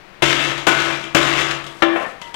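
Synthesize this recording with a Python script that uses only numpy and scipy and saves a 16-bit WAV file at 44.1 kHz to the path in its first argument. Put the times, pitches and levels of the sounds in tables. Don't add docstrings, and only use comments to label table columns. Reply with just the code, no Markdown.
import sys
import numpy as np
from scipy import signal
from scipy.fft import rfft, irfft
from scipy.io import wavfile
from scipy.ndimage import uniform_filter1d

SR = 44100
rng = np.random.default_rng(int(sys.argv[2]) if len(sys.argv) > 2 else 0)


def master(y):
    cut = np.clip(np.atleast_2d(y).T, -1, 1)
    pcm = np.round(cut * 32767)
    wavfile.write(sys.argv[1], SR, pcm.astype(np.int16))


N = 103635
T = np.arange(N) / SR

# start_s, crack_db, thump_db, ring_db, chatter_db, hold_s, fall_db_per_s, rise_s
BLOWS = [(0.2213, -3.5, -5.5, -16, -6.5, 0.156, 81, 0.0059), (0.668, 4, 1, -9, -7.5, 0.176, 90, 0.0048),
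         (1.1473, 4, 6.5, -8, -4.5, 0.272, 109, 0.0042)]
# peak_s, level_db, half_width_s
REBOUNDS = [(0.316, -6.5, 0.0176), (0.421, -16, 0.0313), (0.585, -22.5, 0.011), (0.797, -16, 0.0125),
            (1.042, -26, 0.00967), (1.398, -13, 0.0229), (1.515, -17.5, 0.00565)]
MODES = {141.5: (1.0648, -12, -15.5, -10, -30.5), 220: (2.25, -51.5, -32, -46.5, -27),
         335: (0.9227, -7, -8, -2.5, 0.5), 394: (0.8481, -24.5, -21.5, -13.5, -21.5),
         590: (0.8269, -14, -17.5, -13, -13.5), 657.5: (0.9746, -18, -13, -13.5, -15),
         787: (.8, -32.5, -17, -30.5, -15), 925.5: (0.5617, -14.5, -12, -23, -39.5),
         1050: (.22, -29, -7.5, -24, -9), 1138: (1, -31, -19, -8, -18),
         1274: (0.7187, -20.5, -10, -9.5, -27), 1360: (0.1044, -27, -6.5, -19.5, 4),
         1473: (.62, -16, -2, -12, -15), 1519: (0.66, -20.5, -9.5, -13, -32),
         1681: (1.0174, -31, -17.5, -14, -13.5), 1755: (0.44, -25, -11.5, -36, -6),
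         2101: (0.8, -12, -10.5, -19, -24), 2378: (0.8875, -27.5, -11.5, -15.5, -17),
         2739: (0.53, -16.5, -12.5, -24.5, -34), 3092: (1.1639, -22, -33, -22, -27.5),
         3460: (0.6482, -18, -33.5, -28, -17), 6738: (0.01, -34.5, -19, -24, -46.5),
         9225: (0.2644, -28, -41.5, -27.5, -58.5)}
# start_s, level_db, t60_s
KNOCKS = [(1.8211, 9, 0.079), (1.957, -2.5, 0.1043)]
# time_s, level_db
SCRAPE_LEVELS = [(1.58, -60.5), (1.68, -44.5), (1.85, -42.5), (2.02, -33), (2.11, -46), (2.17, -57),
                 (2.28, -45.5), (2.35, -60)]
# start_s, level_db, loose_wire_db
CLINKS = [(1.640, -26, -38), (1.665, -22.5, -53.5), (2.019, -53, -60.5), (2.215, -23.5, -29),
          (2.3415, -20, -22)]
# pitch_hz, relative_db, t60_s
LOOSE_WIRE = [(944, 1.5, 0.5), (1959, -7.5, .3), (2030, -4.5, 0.19), (2700, -3, 0.0704), (3111, 6.5, 0.043),
              (3395, -8, 0.09)]

# pitch_hz, relative_db
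CRACK_COLOUR = [(150, -14.5), (500, 10), (1500, 1), (3000, 9), (4500, -6), (7000, -5.5), (10000, -16.5),
                (15000, -24.5)]
THUMP_COLOUR = [(25, -25), (60, -6), (130, -1), (220, 1), (350, 1), (700, 0), (1300, -20.5), (4000, -34)]
WIRE_COLOUR = [(500, 5.5), (700, 8), (1500, 9.5), (2500, -10.5), (3500, -13.5), (4300, -13.5), (7000, -8),
               (11000, -20.5)]
CHATTER_COLOUR = [(25, -14), (60, -1.5), (110, -3.5), (230, -4.5), (320, 5), (700, -6), (2000, 3.5),
                  (3500, 1), (4300, -7), (7000, -12.5), (10000, -23), (15000, -34.5)]
HEAD_COLOUR = [(30, -27), (80, -12), (200, -14), (450, -0.5), (800, -1.5), (1600, -2.5), (2500, -9),
               (3500, -11.5), (4500, -24.5), (8000, -36.5), (15000, -55)]
HANDLE_COLOUR = [(25, -48.5), (100, -28), (220, -5), (400, -2), (750, 2.5), (1100, -0.5), (2500, -6),
                 (4500, -36.5), (15000, -51)]
SCRAPE_COLOUR = [(25, -6), (60, 4.5), (300, 6.5), (1500, 0), (3500, -2.5), (5000, -7.5), (9000, -11.5),
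                 (15000, -25.5)]
CLINK_COLOUR = [(100, -8.5), (500, -4), (1800, -3), (2700, -5), (3300, 2), (4300, -10), (8000, -16.5),
                (15000, -32.5)]
BACKGROUND_COLOUR = [(20, 3), (50, -3), (100, -5), (142, 1.5), (200, 4), (245, -10), (330, 3), (420, -2.5),
                     (800, -1.5), (2100, -3.5), (3300, -10.5), (4500, -16), (8700, -30), (15000, -35)]

COMPRESSOR = dict(threshold_db=-15.5, share=0.677, attack_s=0.0187,
                  release_db_per_s=160.5, window_s=0.00707)
LIMITER = dict(threshold_db=-4.5, share=1, attack_s=0.000164, release_db_per_s=412, window_s=0.0038)
RIGHT_LEAK_DB, CUTOFF_HZ = -51, 15800


def hammer_blows(crack_t60_s=0.097, thump_t60_s=0.0903, chatter_ring_db=-12):
    taps, cracks, thumps = np.zeros(N), [], []
    for start, crack_db, thump_db, ring_db, *_, rise_s in BLOWS:
        taps[int(start * SR)] = from_db(ring_db)
        cracks.append((start, crack_db, crack_t60_s, rise_s))
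        thumps.append((start, thump_db, thump_t60_s, rise_s))
    chatter, wires = panel_chatter(), wire_ring()
    pushes = taps + from_db(chatter_ring_db) * chatter / np.linalg.norm(wires)
    ringing = signal.fftconvolve(pushes, wires)[:N]
    impacts = bursts(cracks, CRACK_COLOUR) + bursts(thumps, THUMP_COLOUR)
    return impacts + colour(chatter, CHATTER_COLOUR) + ringing


def panel_chatter(sag_db_per_s=53.5, rise_s=0.00202):
    bounce = np.zeros(N)
    for start, _, _, _, chatter_db, hold_s, fall_db_per_s, _ in BLOWS:
        age = np.maximum(T - start, 0)
        fade_db = sag_db_per_s * np.minimum(age, hold_s) + fall_db_per_s * np.maximum(age - hold_s, 0)
        bounce += (1 - np.exp(-age / rise_s)) * from_db(chatter_db - fade_db)
    for peak_s, db, half_width_s in REBOUNDS:
        rebound = from_db(db) * np.exp(-.5 * ((T - peak_s) / half_width_s) ** 2)
        bounce = np.hypot(bounce, rebound)
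    return bounce * metal_clicks()


def wire_ring(count=700, t60_at_1khz_s=0.624):
    ring, power = np.zeros(N), 0
    tap = signal.unit_impulse(N)
    places = (np.arange(count) + rng.random(count)) / count
    pitches = np.interp(places, [0, 1], np.sqrt([500, 11000])) ** 2
    for hz, sign in zip(pitches, rng.choice([-1, 1], count)):
        gain = sign * from_db(at_hz(WIRE_COLOUR, hz)) * hz ** .25
        t60_s = t60_at_1khz_s * (1000 / hz) ** 0.315
        turn = 2 * np.pi * hz / SR
        fade = from_db(-60 / (SR * t60_s))
        ring += signal.lfilter([0, gain * np.sin(turn)], [1, -2 * fade * np.cos(turn), fade * fade], tap)
        power += gain ** 2 / 2
    return ring / np.sqrt(power)


def panel_and_table_tones(swell_cycles=1.86, damped_t60_s=.17):
    head_s, handle_s = KNOCKS[0][0], KNOCKS[1][0]
    strikes = [blow[0] for blow in BLOWS] + [head_s]
    ringing = np.zeros(N)
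    for hz, (t60_s, *levels) in MODES.items():
        unrest = np.sqrt(min(hz, 3000) / 1000)
        wander_rad = 0.49 * unrest * drift(40)
        waver_db = 1.5 * unrest * drift(21.928)
        for start, db in zip(strikes, levels):
            ringing += from_db(db + waver_db) * tone(start, hz, t60_s, swell_cycles, wander_rad)
    return ringing * np.where(T < handle_s, 1, decay(handle_s, damped_t60_s))


def hammer_set_down(rise_s=0.0034):
    head, handle = KNOCKS
    return bursts([(*head, rise_s)], HEAD_COLOUR) + bursts([(*handle, rise_s)], HANDLE_COLOUR)


def shifting_panel(clink_t60_s=0.051, rise_s=0.00061):
    scrape_db = np.interp(T, *np.transpose(SCRAPE_LEVELS), left=-np.inf)
    scrape = colour(metal_clicks() * from_db(scrape_db), SCRAPE_COLOUR)
    clinks = bursts([(start, db, clink_t60_s, rise_s) for start, db, _ in CLINKS], CLINK_COLOUR)
    rings = sum(from_db(ring_db + db) * tone(start, hz, t60_s, swell_cycles=10.5)
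                for start, _, ring_db in CLINKS for hz, db, t60_s in LOOSE_WIRE)
    return scrape + clinks + rings


def metal_clicks(clicks_per_s=520, spread_db=1.5, t60_s=0.01745):
    sizes = from_db(spread_db * np.minimum(rng.exponential(1, N), 4))
    clicks = sizes * (rng.random(N) < clicks_per_s / SR)
    power = signal.fftconvolve(clicks ** 2, decay(0, t60_s) ** 2)[:N]
    rattle = np.sqrt(np.abs(power)) * rng.standard_normal(N)
    return rattle / np.sqrt(np.mean(rattle ** 2) + 1e-20)


def workshop_echo(sound, level_db=-2.5, t60_s=0.5037, treble_t60_s=0.286, treble_hz=3780):
    noise = rng.standard_normal(N)
    low = signal.sosfilt(signal.butter(2, treble_hz, fs=SR, output="sos"), noise)
    high = signal.sosfilt(signal.butter(2, treble_hz, "high", fs=SR, output="sos"), noise)
    tail = low * decay(.005, t60_s) - high * decay(0.0025, treble_t60_s)
    return from_db(level_db) * signal.fftconvolve(sound, tail / np.linalg.norm(decay(0, t60_s)))[:N]


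def workshop_background(level_db=-40):
    return from_db(level_db) * colour(rng.standard_normal(N), BACKGROUND_COLOUR)


def bursts(rows, spectrum):
    level = np.zeros(N)
    for start, db, t60_s, rise_s in rows:
        rise = 1 - np.exp(-np.maximum(T - start, 0) / rise_s)
        level += from_db(db) * decay(start, t60_s) * rise
    return colour(rng.standard_normal(N) * level, spectrum)


def tone(start, hz, t60_s, swell_cycles, wander_rad=0):
    cycles = hz * np.maximum(T - start, 0)
    swell = 1 - np.exp(-cycles / swell_cycles)
    return decay(start, t60_s) * swell * np.sin(2 * np.pi * cycles + wander_rad)


def decay(start, t60_s):
    return (T >= start) * from_db(-60 * np.maximum(T - start, 0) / t60_s)


def drift(steps_per_s):
    return np.interp(T * steps_per_s, np.arange(400), rng.standard_normal(400))


def colour(sound, spectrum, size=8192):
    gains = from_db(at_hz(spectrum, np.fft.rfftfreq(size, 1 / SR)))
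    cepstrum = irfft(np.log(gains))
    cepstrum[1:size // 2] *= 2
    cepstrum[size // 2 + 1:] = 0
    pulse = irfft(np.exp(rfft(cepstrum)))
    return signal.fftconvolve(sound, pulse / np.linalg.norm(pulse))[:N]


def at_hz(spectrum, hz):
    pitches, levels = np.transpose(spectrum)
    return np.interp(np.log(hz + 1e-3), np.log(pitches), levels)


def from_db(db):
    return 10 ** (np.asarray(db) / 20)


def compress(sound, threshold_db, share, attack_s, release_db_per_s, window_s):
    power = np.maximum(uniform_filter1d(sound ** 2, max(int(window_s * SR), 1)), 1e-12)
    over_db = np.maximum(10 * np.log10(power) - threshold_db, 0)
    held_db = np.maximum.accumulate(over_db + release_db_per_s * T) - release_db_per_s * T
    lag = np.exp(-1 / (attack_s * SR))
    smooth_db = signal.lfilter([1 - lag], [1, -lag], held_db)
    return sound * from_db(-share * smooth_db)


def scene():
    work = hammer_blows() + hammer_set_down() + shifting_panel()
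    background = workshop_background()
    mic = work + workshop_echo(work) + panel_and_table_tones() + background
    return np.array([mic, from_db(RIGHT_LEAK_DB) * mic])


def record(dry):
    compressed = compress(dry[0], **COMPRESSOR)
    limited = compress(compressed, **LIMITER)
    left = limited / (1 + limited ** 6) ** (1 / 6)
    both = np.array([left, from_db(RIGHT_LEAK_DB) * left])
    return signal.sosfilt(signal.ellip(10, .1, 80, CUTOFF_HZ, fs=SR, output="sos"), both)


dry = scene()
out = record(dry)
master(out)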